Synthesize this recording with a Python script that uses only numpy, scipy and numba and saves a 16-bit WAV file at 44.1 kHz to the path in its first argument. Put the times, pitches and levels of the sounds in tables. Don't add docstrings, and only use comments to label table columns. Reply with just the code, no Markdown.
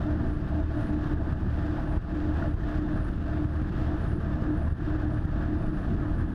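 import sys
import numpy as np
from scipy import signal
from scipy.fft import rfft, irfft, next_fast_len
from scipy.io import wavfile
from scipy.ndimage import uniform_filter1d
from numba import njit

SR = 44100
rng = np.random.default_rng(int(sys.argv[2]) if len(sys.argv) > 2 else 0)


def ratio(d):
    e = np.asarray(d, float) / 20
    return 10 ** e


def generate_wav(sig):
    pcm = np.round(np.clip(np.atleast_2d(sig).T, -1, 1) * 32767).astype(np.int16)
    wavfile.write(sys.argv[1], SR, pcm)


N = 279594
TIME = np.arange(N) / SR

# time in seconds, rate in Hz.
CYCLE_RATE = [(0, 37.65), (2, 37.52), (3.5, 37.97), (5, 37.91), (6.34, 37.8)]
# multiple of the cycle rate, level in dB before a common lift.
ENGINE_ORDERS = [(1, -44), (2, 1.5), (3, -0.5), (4, -45), (5, -45.5), (6, -57.5), (7, -15.5), (8, 1),
                 (9, -11), (14, -14), (16, -9), (17, -12), (18, -5), (22, -14.5)]
# centre in Hz, width in Hz, level in dB against its curve.
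PIPE_RESONANCES = [(312.8, 39, -5), (653.5, 56, -4), (679, 100, -10.5), (853, 46, -10.5)]
# time in seconds, throb (order 3) in dB, crank (order 2) in dB.
LOW_ORDER_LEVELS = [(0.03, -41, -38), (0.12, -40, -28), (0.47, -43, -45), (0.53, -36, -34.5), (0.66, -39, -27.5),
                    (0.8, -31, -39), (0.94, -41.5, -34), (1.02, -36.5, -43), (1.15, -41, -34.5),
                    (1.18, -40.5, -29), (1.43, -41, -34.5), (1.85, -35, -35.5), (1.92, -49.5, -32),
                    (2.05, -33, -36), (2.16, -45.5, -44), (2.35, -47, -27.5), (2.68, -43, -43), (2.79, -37, -29),
                    (2.88, -38, -46), (2.96, -34, -34), (3.12, -36, -41), (3.17, -41, -40), (3.31, -32.5, -35.5),
                    (3.57, -42, -28), (3.75, -52, -42), (3.89, -39, -27), (3.99, -47, -43), (4.1, -26, -32),
                    (4.19, -46, -36), (4.57, -33, -34.5), (4.64, -43, -27.5), (4.75, -36, -26), (4.8, -56, -57),
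                    (4.83, -46, -42), (4.92, -36.5, -33.5), (5.2, -28.5, -38), (5.29, -56.5, -36),
                    (5.35, -35, -39), (5.44, -36.5, -31.5), (5.83, -46, -49), (5.91, -39, -35), (6.18, -35, -34),
                    (6.25, -37, -24.5), (6.3, -41, -42)]
# time in seconds, level in dB.
FIRING_LEVEL = [(0.03, -50), (0.06, -33.5), (0.47, -43), (0.62, -33.5), (0.64, -38), (0.78, -34),
                (0.82, -38.5), (1.04, -39), (1.08, -34), (1.29, -37), (1.32, -46), (1.36, -42), (1.53, -48),
                (1.74, -32), (1.81, -39.5), (1.95, -35.5), (2.0, -49.5), (2.11, -38), (2.12, -33.5),
                (2.37, -32.5), (2.46, -41.5), (2.51, -34), (2.54, -44), (2.61, -38.5), (2.65, -45.5),
                (2.82, -31), (3.15, -45.5), (3.17, -49.5), (3.4, -33.5), (3.49, -40), (3.68, -43.5),
                (3.96, -33), (4.01, -55), (4.05, -35), (4.12, -45), (4.15, -31.5), (4.26, -54), (4.29, -32),
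                (4.38, -41), (4.48, -30.5), (4.76, -49), (4.82, -32), (4.85, -50), (4.88, -35.5),
                (4.95, -34), (5.01, -35.5), (5.08, -32.5), (5.11, -49), (5.15, -37), (5.34, -45),
                (5.53, -35.5), (5.91, -45.5), (6.0, -36.5), (6.3, -39)]
# time in seconds, level in dB.
OVERTONE_LEVEL = [(0.03, -46), (0.13, -44.5), (0.17, -53), (0.24, -45), (0.36, -54), (0.59, -42),
                  (0.67, -48), (0.83, -42), (0.85, -47.5), (1.34, -47), (1.43, -54), (1.44, -50),
                  (1.58, -51), (1.62, -44), (1.72, -49), (1.79, -39.5), (1.85, -48), (1.95, -45.5),
                  (2.0, -51), (2.11, -48.5), (2.46, -44), (2.56, -58), (2.72, -47), (2.96, -45),
                  (3.19, -61), (3.3, -42.5), (3.68, -58), (3.89, -42.5), (3.9, -49), (4.06, -45),
                  (4.17, -57), (4.34, -46), (4.53, -47.5), (4.62, -45), (4.73, -57), (4.75, -59),
                  (4.92, -44.5), (4.95, -54), (5.02, -42), (5.08, -49), (5.11, -44.5), (5.29, -61),
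                  (5.3, -49), (5.46, -46), (5.51, -48), (5.81, -52), (6.02, -44.5), (6.3, -56.5)]
# time in seconds, rushing water in dB, spray in dB, both before surges.
BOUNCE_CRESTS = [(-.4, -40, -43), (.1, -44.5, -58.5), (.62, -45.5, -58), (1.17, -45, -57.5),
                 (1.721, -44.5, -57.5), (2.251, -41.5, -55), (2.8, -45, -58.5), (3.361, -43.5, -57),
                 (3.9, -47, -58), (4.47, -43.5, -58.5), (5.001, -44.5, -58.5), (5.48, -46.5, -60.5),
                 (6.002, -43, -57), (6.55, -49, -63)]
# time in seconds, share of the sag depth.
DROP_SHARES = [(0, 1.1), (.4, 0.98), (.9, 0.63), (1.45, 1.39), (2.0, 0.52), (2.55, 0.85), (3.15, 1),
               (3.65, 1.3), (4.2, 0.82), (4.75, 0.66), (5.27, 0.71), (5.78, 0.52), (6.34, 1.1)]
# middle in seconds, length at half height in seconds, water change in dB, spray change in dB.
WAVE_SURGES = [(0.862, 0.21, 1, 1.5), (1.084, 0.097, 3.5, 2.5), (1.294, 0.12, 3.5, 1.5),
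               (2.187, 0.25, -4, -2.5), (2.43, 0.12, 1, 2), (2.587, 0.17, -4, -2.5), (2.716, .16, 2, 2.5),
               (2.98, 0.11, 1.5, 0.5), (3.2, 0.12, -6, -3.5), (3.3, .08, -1.5, -1), (3.86, 0.15, 3, 2.5),
               (3.93, 0.046, 1.5, -1), (4.053, 0.11, 5.5, 2.5), (4.16, 0.096, 0, -0.5), (4.457, 0.1, 1, 0),
               (4.816, 0.073, -0.5, 0.5), (5.105, 0.023, 2.5, 0), (5.19, .12, 1, 0.5), (5.427, 0.095, 3, 2),
               (5.907, 0.15, -3.5, -1.5), (6.044, 0.049, 2.5, 1), (6.224, 0.055, 3.5, 3)]
# frequency in Hz, relative density in dB per Hz.
WATER_COLOUR = [(250, -8.5), (500, 0.5), (800, -2.5), (1000, -5), (1170, -0.5), (1400, -2), (1750, -1.5),
                (2000, -20.5), (2600, -22)]
# frequency in Hz, relative density in dB per Hz.
SPRAY_COLOUR = [(1200, -29), (1900, -1), (2270, -10), (2700, -6), (3600, -10), (4250, -14.5), (4750, -15),
                (7150, -27.5), (10500, -31.5), (11200, -32), (12800, -35.5), (13300, -36.5), (13850, -28),
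                (14200, -33.5), (14550, -46)]
# centre in Hz, width in Hz, level in dB against the spray.
SHELL_MODES = [(3625, 86, -19), (4380, 82, -30), (6385, 45, -35.5), (6640, 50, -36), (8450, 200, -36)]
# frequency in Hz, relative density in dB per Hz.
WIND_COLOUR = [(12, 4), (30, 3), (60, 0.5), (120, -3.5), (250, -9.5), (360, -15), (480, -29.5),
               (800, -34.5), (2000, -60.5)]
# time in seconds, gain in dB.
WIND_GUSTS = [(0, -27.5), (.6, -28.5), (1.05, -26), (1.6, -28.5), (2.2, -28), (2.85, -28), (3.3, -31.5),
              (3.9, -27), (4.5, -28), (5.0, -28.5), (5.5, -28), (6.0, -26), (6.34, -29)]
# time in seconds, peak in dB, push (+1) or suction (-1), length in seconds.
HARD_GUSTS = [(0.642, -13, 1, 0.009), (1.331, -18, 1, 0.0069), (1.979, -6.5, -1, 0.008),
              (2.483, -16.5, 1, 0.0089), (2.545, -14, -1, 0.0096), (2.790, -16, -1, 0.0035),
              (3.007, -18.5, -1, 0.0055), (3.101, -17, -1, 0.0045), (3.16, -17.5, 1, 0.0094),
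              (3.457, -12.5, -1, 0.0053), (3.618, -14, 1, 0.004), (4.045, -15.5, 1, 0.0029),
              (4.423, -14, -1, 0.0028), (4.655, -17, 1, 0.0041), (4.727, -7, -1, 0.0068),
              (4.962, -15.5, -1, 0.0057), (5.254, -10.5, -1, 0.0063), (5.688, -16, 1, 0.014),
              (6.117, -16, -1, 0.0057)]
# middle in seconds, length in seconds, lowest mode in dB, other modes in dB.
CHATTER_SWELLS = [(0.312, 0.3, -83, -81), (0.842, 0.3, -73, -76.5), (1.382, 0.44, -89, -86),
                  (1.92, 0.26, -73, -80), (2.5, 0.24, -79, -84), (3.028, 0.34, -82, -76.5),
                  (3.543, 0.56, -78, -85), (4.1, 0.41, -79, -78), (4.618, 0.56, -76, -79.5),
                  (5.16, 0.41, -79, -80.5), (5.715, 0.59, -84, -80), (6.218, 0.71, -88, -82)]
# frequency at rest in Hz, level in dB against the swell, t60 in seconds.
FITTING_MODES = [(9290, -8, .018), (9530, -2, .02), (9760, -4, .018), (9740, 0.5, .018)]
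# frequency in Hz, relative density in dB per Hz.
HISS_COLOUR = [(3000, -3), (6000, 4.5), (10000, 1), (14600, -5)]


def curves(table):
    s, *columns = np.transpose(table)
    return [np.interp(TIME, s, c) for c in columns]


def unit(x):
    return x / np.sqrt(np.mean(x ** 2))


def walk(rate):
    k = int(SR / rate)
    steps = np.repeat(rng.standard_normal(N // k + 1), k)
    return unit(uniform_filter1d(uniform_filter1d(steps, k), k)[:N])


def turbulence(spectrum, shared_db, own_db, rate):
    hz, db = np.transpose(spectrum)
    size = next_fast_len(N)
    octave = np.log2(np.maximum(np.fft.rfftfreq(size, 1 / SR), 1))
    gain = ratio(np.interp(octave, np.log2(hz), db, left=-150, right=-150))
    coloured = gain * rfft(rng.standard_normal(size))
    out = 0
    for centre in np.arange(np.log2(hz[0]), np.log2(hz[-1]) + .5, .5):
        band = irfft(coloured * np.clip(1 - 2 * abs(octave - centre), 0, 1), size)[:N]
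        out = out + band * ratio(own_db * walk(rate))
    return unit(out * ratio(shared_db))


def ring(x, hz, width_hz):
    return signal.lfilter(*signal.iirpeak(hz, hz / width_hz, SR), x)


def engine():
    phase = np.cumsum(curves(CYCLE_RATE)[0] * (1 + .002 * walk(6))) / SR
    throb_db, crank_db = curves(LOW_ORDER_LEVELS)
    note_db = curves(FIRING_LEVEL)[0] + 1.5 * walk(28)
    overtones_db = curves(OVERTONE_LEVEL)[0] + 1.6 * walk(30)
    lift_db = 1.83
    out = 0
    for multiple, db in ENGINE_ORDERS:
        if multiple == 2:
            carrier_db = crank_db
        elif multiple == 3:
            carrier_db = throb_db
        elif multiple < 7:
            carrier_db = 0
        else:
            carrier_db = note_db if multiple < 10 else overtones_db
        level = ratio(lift_db + db + carrier_db + 1.0 * walk(7.6))
        jitter = (0.054 + 0.041 * multiple) * walk(14)
        out = out + level * np.sin(2 * np.pi * (multiple * phase + rng.random()) + jitter)
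    gas = rng.standard_normal(N) * np.exp(-(8 * phase % 1) / 0.24)
    for hz, width_hz, db in PIPE_RESONANCES:
        carrier_db = note_db if hz < 500 else overtones_db
        out = out + ratio(db + carrier_db) * unit(ring(ring(gas, hz, width_hz), hz, width_hz))
    return out


def sag(lead_s):
    s = np.transpose(BOUNCE_CRESTS)[0]
    bounce = np.interp(TIME + lead_s, s, np.arange(len(s)))
    return -curves(DROP_SHARES)[0] * np.sin(np.pi * bounce) ** 2


def surges():
    middle, length, *db = np.transpose(WAVE_SURGES)[:, :, None]
    shape = np.cos(np.pi * np.clip((TIME - middle) / (2 * length), -.5, .5)) ** 2
    return [(d * shape).sum(axis=0) for d in db]


def bubbles():
    out, clumps = 0, ratio(3.1 * walk(13))
    for hz in np.geomspace(720, 1850, num=24):
        pops = rng.standard_normal(N) * (rng.random(N) < 11 / SR) * clumps
        out = out + unit(ring(ring(pops, hz, hz / 9), hz, hz / 36))
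    return unit(out)


def water(level_db, slap, patter, crackle):
    rush = turbulence(WATER_COLOUR, 0.72 * slap + 0.65 * patter + 0.55 * crackle, 0.37, 30)
    return ratio(level_db) * rush + ratio(level_db - 9.5) * bubbles()


def shell():
    out = 0
    for hz, width_hz, db in SHELL_MODES:
        noise = rng.standard_normal(N)
        out = out + ratio(db) * unit(ring(ring(noise, hz, width_hz), hz, width_hz))
    return out


def spray(level_db, slap, patter, crackle):
    hiss = turbulence(SPRAY_COLOUR, 0.5 * slap + 0.71 * patter + 0.92 * crackle, 0.41, 30)
    return ratio(level_db) * (hiss + shell())


def evened(x, hz):
    evenness = 0.45
    low = signal.filtfilt(*signal.butter(2, hz, fs=SR), x)
    size = np.sqrt(uniform_filter1d(low ** 2, size=2600) / np.mean(low ** 2) + 0.055)
    return x - low + low * size ** -evenness


def wind(slap):
    shared_db = 0.24 * walk(2.9) + 1.1 * walk(16) + 0.25 * slap
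    return ratio(curves(WIND_GUSTS)[0]) * evened(turbulence(WIND_COLOUR, shared_db, 0.9, 12), 61.0)


def thumps():
    rebound = 0.12
    out = np.zeros(N)
    for s, db, direction, length in HARD_GUSTS:
        u = (TIME - s) / length * 4
        swing = np.exp(-u ** 2 / 2) - rebound * np.exp(-((u - 3) / 3) ** 2 / 2)
        out += np.sign(direction) * ratio(db) * swing
    return out


def ticks():
    against_thump_db, decay_s = -49, 0.0015
    out = np.zeros(N)
    for s, db, _, _ in HARD_GUSTS:
        out += ratio(db + against_thump_db) * np.exp(-np.clip(abs(TIME - s) / decay_s, 0, 50))
    return out * unit(ring(rng.standard_normal(N), 5000., 7000.))


def chatter():
    middle, length, lowest_db, others_db = np.transpose(CHATTER_SWELLS)[:, :, None]
    lowest_share, glide_hz = 0.86, 150

    def swell(share):
        return np.cos(np.pi * np.clip((TIME - middle) / (length * share), -.5, .5)) ** 2

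    whole = swell(1)
    sink = np.cumsum(whole.sum(axis=0)) * glide_hz / SR
    lowest = (ratio(lowest_db) * swell(lowest_share)).sum(axis=0)
    others = (ratio(others_db) * whole).sum(axis=0)
    out = 0
    for hz, db, t60 in FITTING_MODES:
        taps = (rng.standard_normal(N) + 1j * rng.standard_normal(N)) * (rng.random(N) < 900 / SR)
        fade = np.exp(-np.log(1000) / (t60 * SR))
        softened = signal.lfilter([1], [1, -fade ** 4], taps)
        rings = signal.lfilter([1], [1, -fade], softened)
        strength = (lowest if hz < 9520 else others) * ratio(1.8 * walk(30))
        tone = (rings * np.exp(2j * np.pi * (hz * TIME - sink))).real
        out = out + ratio(db) * strength * unit(tone)
    return out


def scene():
    water_crest_db, spray_crest_db = curves(BOUNCE_CRESTS)
    water_surge_db, spray_surge_db = surges()
    water_db = water_crest_db + 2 * sag(lead_s=0.022) + water_surge_db
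    spray_db = spray_crest_db + 2.5 * sag(lead_s=0.048) + spray_surge_db
    slap, patter, crackle = walk(24.17), walk(70), walk(320)
    wet = water(water_db, slap, patter, crackle) + spray(spray_db, slap, patter, crackle)
    return (engine() + wet + wind(slap) + thumps() + ticks() + chatter())[None]


@njit
def gain_control(x, top, attack, release):
    y, e = np.empty(len(x)), 0.
    for i in range(len(x)):
        e += (abs(x[i]) - e) * (attack if abs(x[i]) > e else release)
        y[i] = x[i] * top / max(e, top)
    return y


def hiss():
    return ratio(-87.5) * turbulence(HISS_COLOUR, 0, .8, 30)


def top_cut(x):
    return signal.sosfilt(signal.butter(12, 14630, fs=SR, output="sos"), x)


def record(dry):
    mic = signal.lfilter(*signal.butter(1, 23.5, "high", fs=SR), dry[0])
    attack_s, release_s = 0.0024, 0.1
    ducked = gain_control(mic, ratio(-21.5), 1 / (attack_s * SR), 1 / (release_s * SR))
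    fade = np.clip(np.minimum(TIME, TIME[::-1]) / .003, 0, 1)
    mix = (ducked + hiss()) * fade
    return top_cut(mix[None])


dry = scene()
out = record(dry)
generate_wav(out)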